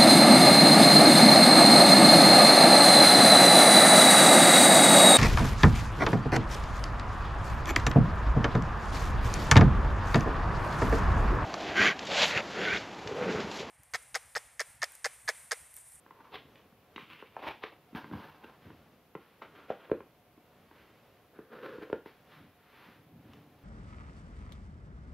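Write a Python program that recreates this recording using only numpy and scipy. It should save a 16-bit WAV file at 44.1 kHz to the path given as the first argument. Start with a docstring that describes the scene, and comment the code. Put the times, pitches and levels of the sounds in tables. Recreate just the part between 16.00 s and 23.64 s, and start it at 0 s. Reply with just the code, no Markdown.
"""Stiff cardboard boxes are tapped, slid and set down on a soft cover in a small quiet room, near a phone.
Each knock thumps a hollow panel, rings the board and cracks at the edge. Sliding faces rasp as fibres
catch and slip; hands rumble dully on the boxes. A sleeve swishes, and a plastic card sleeve ticks once
near the end. Under it all: room noise, a faint whine and thin microphone hiss."""
import sys
import numpy as np
from scipy import signal
from scipy.fft import rfft, irfft, next_fast_len
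from scipy.io import wavfile
from scipy.ndimage import map_coordinates

SR = 44100
rng = np.random.default_rng(int(sys.argv[2]) if len(sys.argv) > 2 else 0)


def inscribe(sig):
    """Save sig as 16-bit PCM at rate SR to the path in sys.argv[1].

    A 1-D sig is mono; a 2-D sig holds one channel per row.
    Samples are clipped to [-1, 1] before scaling.
    """
    pcm = np.round(np.clip(np.atleast_2d(sig).T, -1, 1) * 32767)
    wavfile.write(sys.argv[1], SR, pcm.astype(np.int16))


N = 336835

# Noise spectra. Each row: frequency in Hz, relative density in dB.
ROOM_NOISE = [(15, -52), (25, -20), (43, -17.5), (76, -6.5), (323, -8.5), (356, -11.5), (392, -7.5),
              (536, -8), (733, -13), (1110, -14), (1190, -15.5), (1670, -19), (2830, -21.5), (8000, -40),
              (10400, -66), (17600, -120)]
HISS_MID = [(100, -14), (3000, -9), (6000, -10), (7800, -14), (9500, -6), (11500, -.5), (14000, 0),
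            (15700, -3), (16500, -60)]
HISS_SIDE = [(20, -7), (130, 0), (430, 0), (1400, -4), (3200, -5.5), (6000, -11.5), (7900, -17),
             (10000, -13), (12000, -9.5), (14000, -9.5), (15700, -12.5)]
# Room decay. Each row: frequency in Hz, T60 in seconds.
ROOM_T60 = [(100, 0.28), (500, 0.2), (2000, 0.3), (5000, 0.36), (12000, 0.14)]

# Spectra of rubbing surfaces. Each row: frequency in Hz, relative density in dB.
CLOTH = [(180, -8), (430, -2.5), (620, -12), (850, -4), (1500, -2.5), (2500, -7.5), (3600, -12),
         (5500, -25), (8000, -44), (12000, -23), (16000, -37)]
FINGERS = [(200, -32), (450, -1), (700, -14), (1000, 5), (1250, -5), (1700, -11), (3000, -19), (6000, -33),
           (9000, -56)]
EDGE = [(80, -13), (250, -18), (450, -4), (600, -12), (800, -1.5), (1050, -4.5), (1500, -16.5),
        (2200, -13.5), (2700, -14), (3900, -14.5), (5200, -34), (7500, -66), (12000, -42), (16000, -51)]
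GLOSS = [(180, -6.5), (430, -5), (650, -21), (1000, -2), (1700, -6.5), (2300, -3), (3000, -2.5),
         (3900, -14), (5500, -28), (8000, -41), (16000, -28)]
WALL = [(80, -9), (200, -14), (330, -1.5), (650, -0.5), (980, 2.5), (1400, -10.5), (2500, -10.5),
        (3700, -19.5), (5500, -33.5), (7800, -55), (12000, -39), (16000, -42)]
GRIP = [(150, -5.5), (300, -3.5), (620, -8), (980, 0), (1200, -8), (1580, -5.5), (1950, -14), (3000, -16),
        (5000, -28), (8000, -49), (12000, -32), (16000, -36)]
SETTLE = [(120, -28), (200, -10.5), (388, -1), (598, -8.5), (688, -6), (766, -9.5), (1400, -7),
          (1790, -12.5), (1930, -13), (3170, -17), (8000, -49.5), (10400, -89), (17600, -120)]
DRAG = [(90, -16), (170, -7), (280, -4), (400, 2.5), (500, 5), (630, -11.5), (850, -11), (1500, -6),
        (2000, -16.5), (3800, -25), (5200, -37), (8000, -58), (12000, -38.5), (16000, -47)]
# Sleeve and hand moves. 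Each row: start in seconds, relative peak in dB, rise and fall in seconds.
SLEEVE_SWISHES = [(2.59, -62, 0.037, 0.27), (3.15, -65, 0.067, 0.4), (4.62, -62, 0.17, 0.28),
                  (6.05, -57, 0.01, 0.14), (6.24, -57.5, 0.092, 0.19), (6.5, -57, 0.35, 0.22),
                  (7.12, -65, 0.21, 0.17)]
HAND_SHIFTS = [(.34, -64, 0.036, .2), (1.95, -50.5, .17, 0.2), (2.1, -43, 0.043, 0.048),
               (2.6, -52.5, 0.083, 0.14), (2.84, -61.5, 0.063, .2), (6.3, -56, .16, 0.041),
               (6.85, -52.5, 0.43, .4)]
# Slides. Each row: start in seconds, relative peak in dB, rise and fall in seconds, surface spectrum.
LID_STROKES = [(.1, -58, 0.16, 0.091, FINGERS), (.322, -39, 0.035, 0.022, EDGE),
               (.325, -52, 0.029, 0.049, GLOSS), (.558, -63, 0.022, .06, GLOSS),
               (.963, -52.5, 0.031, 0.093, GLOSS), (1.06, -51, .055, .12, GLOSS),
               (1.14, -61, 0.082, 0.19, GLOSS), (1.37, -40.5, 0.11, 0.067, WALL),
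               (1.41, -54, .08, 0.068, GLOSS), (1.615, -44, 0.024, 0.06, EDGE),
               (1.7, -56, 0.031, 0.054, WALL)]
BOX_STROKES = [(1.94, -46.5, 0.018, 0.15, GRIP), (2.07, -48.5, 0.12, 0.25, GRIP),
               (2.39, -55, 0.048, 0.17, GRIP), (3.412, -48.5, 0.0098, 0.064, SETTLE),
               (3.49, -52, 0.09, 0.15, SETTLE), (3.67, -48, 0.035, 0.058, SETTLE),
               (3.76, -54, 0.069, 0.18, SETTLE), (5.3, -54.5, 0.071, 0.13, DRAG),
               (5.5, -51, 0.039, 0.079, DRAG), (5.49, -46.5, 0.17, 0.32, DRAG),
               (5.8, -46.5, 0.03, 0.022, DRAG)]
# Hollow box resonances. Each row: centre in Hz, width in Hz, relative level in dB.
HOLLOW_MODES = [(96, 40, -1), (158.6, 42, 0.5), (279.3, 56, 0.5)]

# Burst spectra of plastic sleeve and cardboard edge. Each row: frequency in Hz, relative density in dB.
PLASTIC_TICK = [(300, -23), (750, -18), (1050, 15), (1600, -17), (3000, 2), (4500, -6), (6300, -14),
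                (8000, -25), (15000, -26)]
EDGE_CRACK = [(600, -43), (1500, -2.5), (2600, 9.5), (3800, -4), (5500, -32), (8000, -37), (16000, -55)]
# Edge catches. Each row: time in seconds, relative peak in dB.
EDGE_CLICKS = [(0.5563, -46.5), (0.9613, -32), (1.637, -32), (1.9495, -39.5), (2.4427, -44.5),
               (2.7029, -60)]
# Panel modes. Each row: ratio to the panel pitch, relative level in dB.
PANEL_MODES = [(.36, -11), (.74, -2), (1, 2), (1.3, -4.5)]
# Stiff board modes. Each row: nominal frequency in Hz, relative level in dB, T60 in seconds.
BOARD_MODES = [(848, -1.5, 0.014), (1039, 4, 0.017), (1297, -6.5, 0.034), (1510, 3, 0.0093),
               (1982, -8.5, 0.017)]
# Knocks. Each row: time in seconds, panel pitch in Hz, relative level in dB, hardness in dB.
KNOCKS = [(0.0628, 300, -52, 9), (0.108, 313, -55.5, 17), (0.205, 248, -57, 11.5), (0.7245, 197, -53, -4),
          (0.9603, 283, -39.5, 2), (0.979, 417, -46, 14), (1.0254, 155, -49, -9), (1.2247, 420, -39, 0.5),
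          (1.3657, 600, -34.5, 4.5), (1.637, 402, -33.5, 4.5), (1.929, 235, -43, -10),
          (1.9488, 194, -30, -7.5), (2.043, 280, -42.5, 6.5), (2.1124, 255, -35.5, -5),
          (2.135, 190, -28.5, -6), (2.4429, 358, -42, -2), (2.7026, 390, -47.5, 4), (3.1514, 380, -32, 0),
          (3.158, 161, -42, -10), (3.4188, 996, -38, -0.5), (3.702, 590, -19.5, -17), (3.8966, 470, -40, 0),
          (3.915, 416, -14, -14), (4.005, 390, -37.5, -2), (4.377, 270, -49.5, -6), (4.712, 368, -49, 4),
          (5.389, 343, -35, -11), (5.7827, 340, -34.5, -11), (5.8989, 431, -33, -8),
          (5.928, 432, -18.5, -7.5), (6.0589, 370, -37.5, -2), (6.8855, 207, -49, -4)]


def amp(db):
    """Decibels to gain."""
    return 10 ** (np.asarray(db) / 20)


def unit_rms(x):
    """Scale to rms 1."""
    return x / np.sqrt(np.mean(x ** 2) + 1e-20)


def unit_peak(x):
    """Scale to peak 1."""
    return x / np.abs(x).max()


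def along(points, hz):
    """Read (Hz, value) points on a log frequency axis."""
    points_hz, values = np.transpose(points)
    return np.interp(np.log(hz + 1), np.log(points_hz + 1), values)


def wobble(rate_hz):
    """Smooth random curve with knots at rate_hz."""
    knots = rng.standard_normal(int(N * rate_hz / SR) + 4)
    return map_coordinates(knots, [np.arange(N) * rate_hz / SR])


def filtered(x, response):
    """Apply a gain given as a function of Hz."""
    n = x.shape[-1]
    size = next_fast_len(n + SR // 10)
    return irfft(rfft(x, size) * response(np.fft.rfftfreq(size, 1 / SR)), size)[..., :n]


def coloured(x, spectrum):
    """Shape x by a (Hz, dB) spectrum, at rms 1."""
    return unit_rms(filtered(x, lambda hz: amp(along(spectrum, hz))))


def add(track, start_s, sound):
    """Mix a sound in at start_s."""
    part = track[max(round(start_s * SR), 0):][:len(sound)]
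    part += sound[:len(part)]


def room_noise(level_db=-64, drift_db=1.5, whine_hz=723, whine_db=-73):
    """Gently drifting room noise with a faint wavering whine."""
    air = amp(level_db + drift_db * wobble(rate_hz=5.48)) * coloured(rng.standard_normal(N), ROOM_NOISE)
    whine_gain = amp(whine_db) * wobble(rate_hz=30)
    whine_phase = 2 * np.pi * whine_hz * np.arange(N) / SR + wobble(rate_hz=25)
    return air + whine_gain * np.sin(whine_phase)


def microphone_hiss(mid_db=-78, side_db=-75.2):
    """Stereo self-noise: one part common to both channels, one opposed."""
    mid = amp(mid_db) * coloured(rng.standard_normal(N), HISS_MID)
    side = amp(side_db) * coloured(rng.standard_normal(N), HISS_SIDE)
    return mid + np.array([side, -side])


def room_reverb(x, delay_s=0.005):
    """Short mono tail of a small furnished room."""
    hz, t, spectra = signal.stft(rng.standard_normal(SR // 2), SR, nperseg=256)
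    decay = amp(-60 * t / along(ROOM_T60, hz)[:, None])
    tail = signal.istft(spectra * decay, SR, nperseg=256)[1]
    impulse_response = np.pad(tail / np.linalg.norm(tail), (round(delay_s * SR), 0))
    return signal.fftconvolve(x, impulse_response)[:N]


def stroke(start_s, peak_db, rise_s, fall_s, depth_db=21.5, roundness=1.44):
    """Gain of one hand move: it speeds up, peaks and slows, losing depth_db over fall_s."""
    since_peak_s = np.arange(N) / SR - start_s - rise_s
    distance = np.abs(since_peak_s) / np.where(since_peak_s < 0, rise_s, fall_s)
    return amp(peak_db - np.minimum(depth_db * distance ** roundness, 120))


def friction(slip_rate_hz, spread_db, rush_gain):
    """Fibres catch and let go: tiny uneven slips over a smooth rush."""
    slipping = rng.random(N) < slip_rate_hz / SR
    slips = slipping * rng.standard_normal(N) * amp(spread_db * rng.standard_normal(N))
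    return unit_rms(unit_rms(slips) + rush_gain * rng.standard_normal(N))


def sleeve_swishes(trim_db=-1):
    """Moving cloth: swells of smooth noise."""
    envelope = amp(trim_db) * sum(stroke(*row) for row in SLEEVE_SWISHES)
    return envelope * coloured(rng.standard_normal(N), CLOTH)


def plastic_tick(start_s=7.334, peak_db=-46, t60_s=0.028):
    """A thin plastic card sleeve ticks as it is picked up."""
    out, t = np.zeros(N), np.arange(SR // 10) / SR
    burst = rng.standard_normal(len(t)) * amp(-60 * t / t60_s)
    add(out, start_s, amp(peak_db) * unit_peak(coloured(burst, PLASTIC_TICK)))
    return out


def hand_rumble(trim_db=-1, holding_db=-74):
    """Slipping skin stirs the hollow box's low resonances, faintly even while it is only held."""
    def response(hz):
        hollow = sum((-1) ** k * amp(db) * 1j * hz * width_hz
                     / (centre_hz ** 2 - hz ** 2 + 1j * hz * width_hz)
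                     for k, (centre_hz, width_hz, db) in enumerate(HOLLOW_MODES))
        return hollow * amp(along([(30, -18), (90, 0), (350, -7), (800, -3.5), (3000, -37)], hz))

    rumble = filtered(friction(slip_rate_hz=250, spread_db=2.5, rush_gain=0.8), response)
    envelope = amp(trim_db) * sum(stroke(*row) for row in HAND_SHIFTS) + amp(holding_db)
    return envelope * unit_rms(rumble)


def rub(strokes, grain):
    """Each stroke shapes the friction by the spectrum of its surfaces."""
    return sum(stroke(*move) * coloured(grain, surfaces) for *move, surfaces in strokes)


def box_slides(trim_db=-1, judder_db=2.5):
    """The glossy lid scrapes, the big box drags and settles; both judder with uneven pressure."""
    lid = rub(LID_STROKES, friction(slip_rate_hz=3000, spread_db=4, rush_gain=1))
    box = rub(BOX_STROKES, friction(slip_rate_hz=2200, spread_db=2, rush_gain=0.99))
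    pressure = amp(judder_db * wobble(rate_hz=68))
    return amp(trim_db) * pressure * (lid + box)


def strike_envelope(t, t60_s, attack_s=0.0004):
    """Fast rise, exponential decay."""
    return amp(-60 * t / t60_s) * (1 - np.exp(-t / attack_s))


def mode(t, hz, t60_s):
    """One struck, damped mode."""
    return np.sin(2 * np.pi * hz * t) * strike_envelope(t, t60_s)


def edge_crack(t, t60_s=0.019):
    """A stiff edge makes contact: a short noise burst."""
    return unit_peak(coloured(rng.standard_normal(len(t)) * strike_envelope(t, t60_s), EDGE_CRACK))


def board_ring(t, spread_db=2, detune=0.06):
    """The stiff board rings; each spot struck favours other modes."""
    draws = rng.standard_normal((len(BOARD_MODES), 2))
    ring = sum((-1) ** k * amp(db + spread_db * level_draw) * mode(t, hz * (1 + detune * hz_draw), t60_s)
               for k, ((hz, db, t60_s), (level_draw, hz_draw)) in enumerate(zip(BOARD_MODES, draws)))
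    return unit_peak(ring)


def panel_thump(t, panel_hz, t60_s=0.012):
    """Neighbouring panel modes start in opposite senses, so the thump builds over its first cycle."""
    return unit_peak(sum((-1) ** (k + 1) * amp(db) * mode(t, ratio * panel_hz, t60_s)
                         for k, (ratio, db) in enumerate(PANEL_MODES)))


def box_knocks(thump_trim_db=1, ring_trim_db=-1, crack_trim_db=-16, crack_slope=0.86):
    """Contacts thump the panel; harder ones ring and crack more. Catching edges click."""
    out, t = np.zeros(N), np.arange(SR // 5) / SR
    for start_s, panel_hz, level_db, hardness_db in KNOCKS:
        thump = amp(thump_trim_db) * panel_thump(t, panel_hz)
        ring = amp(hardness_db + ring_trim_db) * board_ring(t)
        crack = amp(crack_slope * hardness_db + crack_trim_db) * edge_crack(t)
        add(out, start_s, amp(level_db) * (thump + ring + crack))
    for start_s, level_db in EDGE_CLICKS:
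        add(out, start_s, amp(level_db) * edge_crack(t))
    # Lift at 6 kHz; soft card passes little of the top treble.
    return filtered(out, lambda hz: amp(along([(3500, -0.5), (6000, 12.5), (9000, -19.5)], hz)))


def scene(reverb_db=-7, bass_cut_hz=82):
    """Close, centred handling over the background; the handling's deep bass is cut away."""
    direct = box_knocks() + plastic_tick() + box_slides() + sleeve_swishes() + hand_rumble()
    handling = direct + amp(reverb_db) * room_reverb(direct)
    bass_cut = signal.butter(4, bass_cut_hz, "high", fs=SR, output="sos")
    return signal.sosfilt(bass_cut, handling) + room_noise() + microphone_hiss()


def record(dry, top_hz=15750):
    """The phone keeps nothing above its band limit."""
    return filtered(dry, lambda hz: hz < top_hz)


dry = scene()
out = record(dry)
inscribe(out)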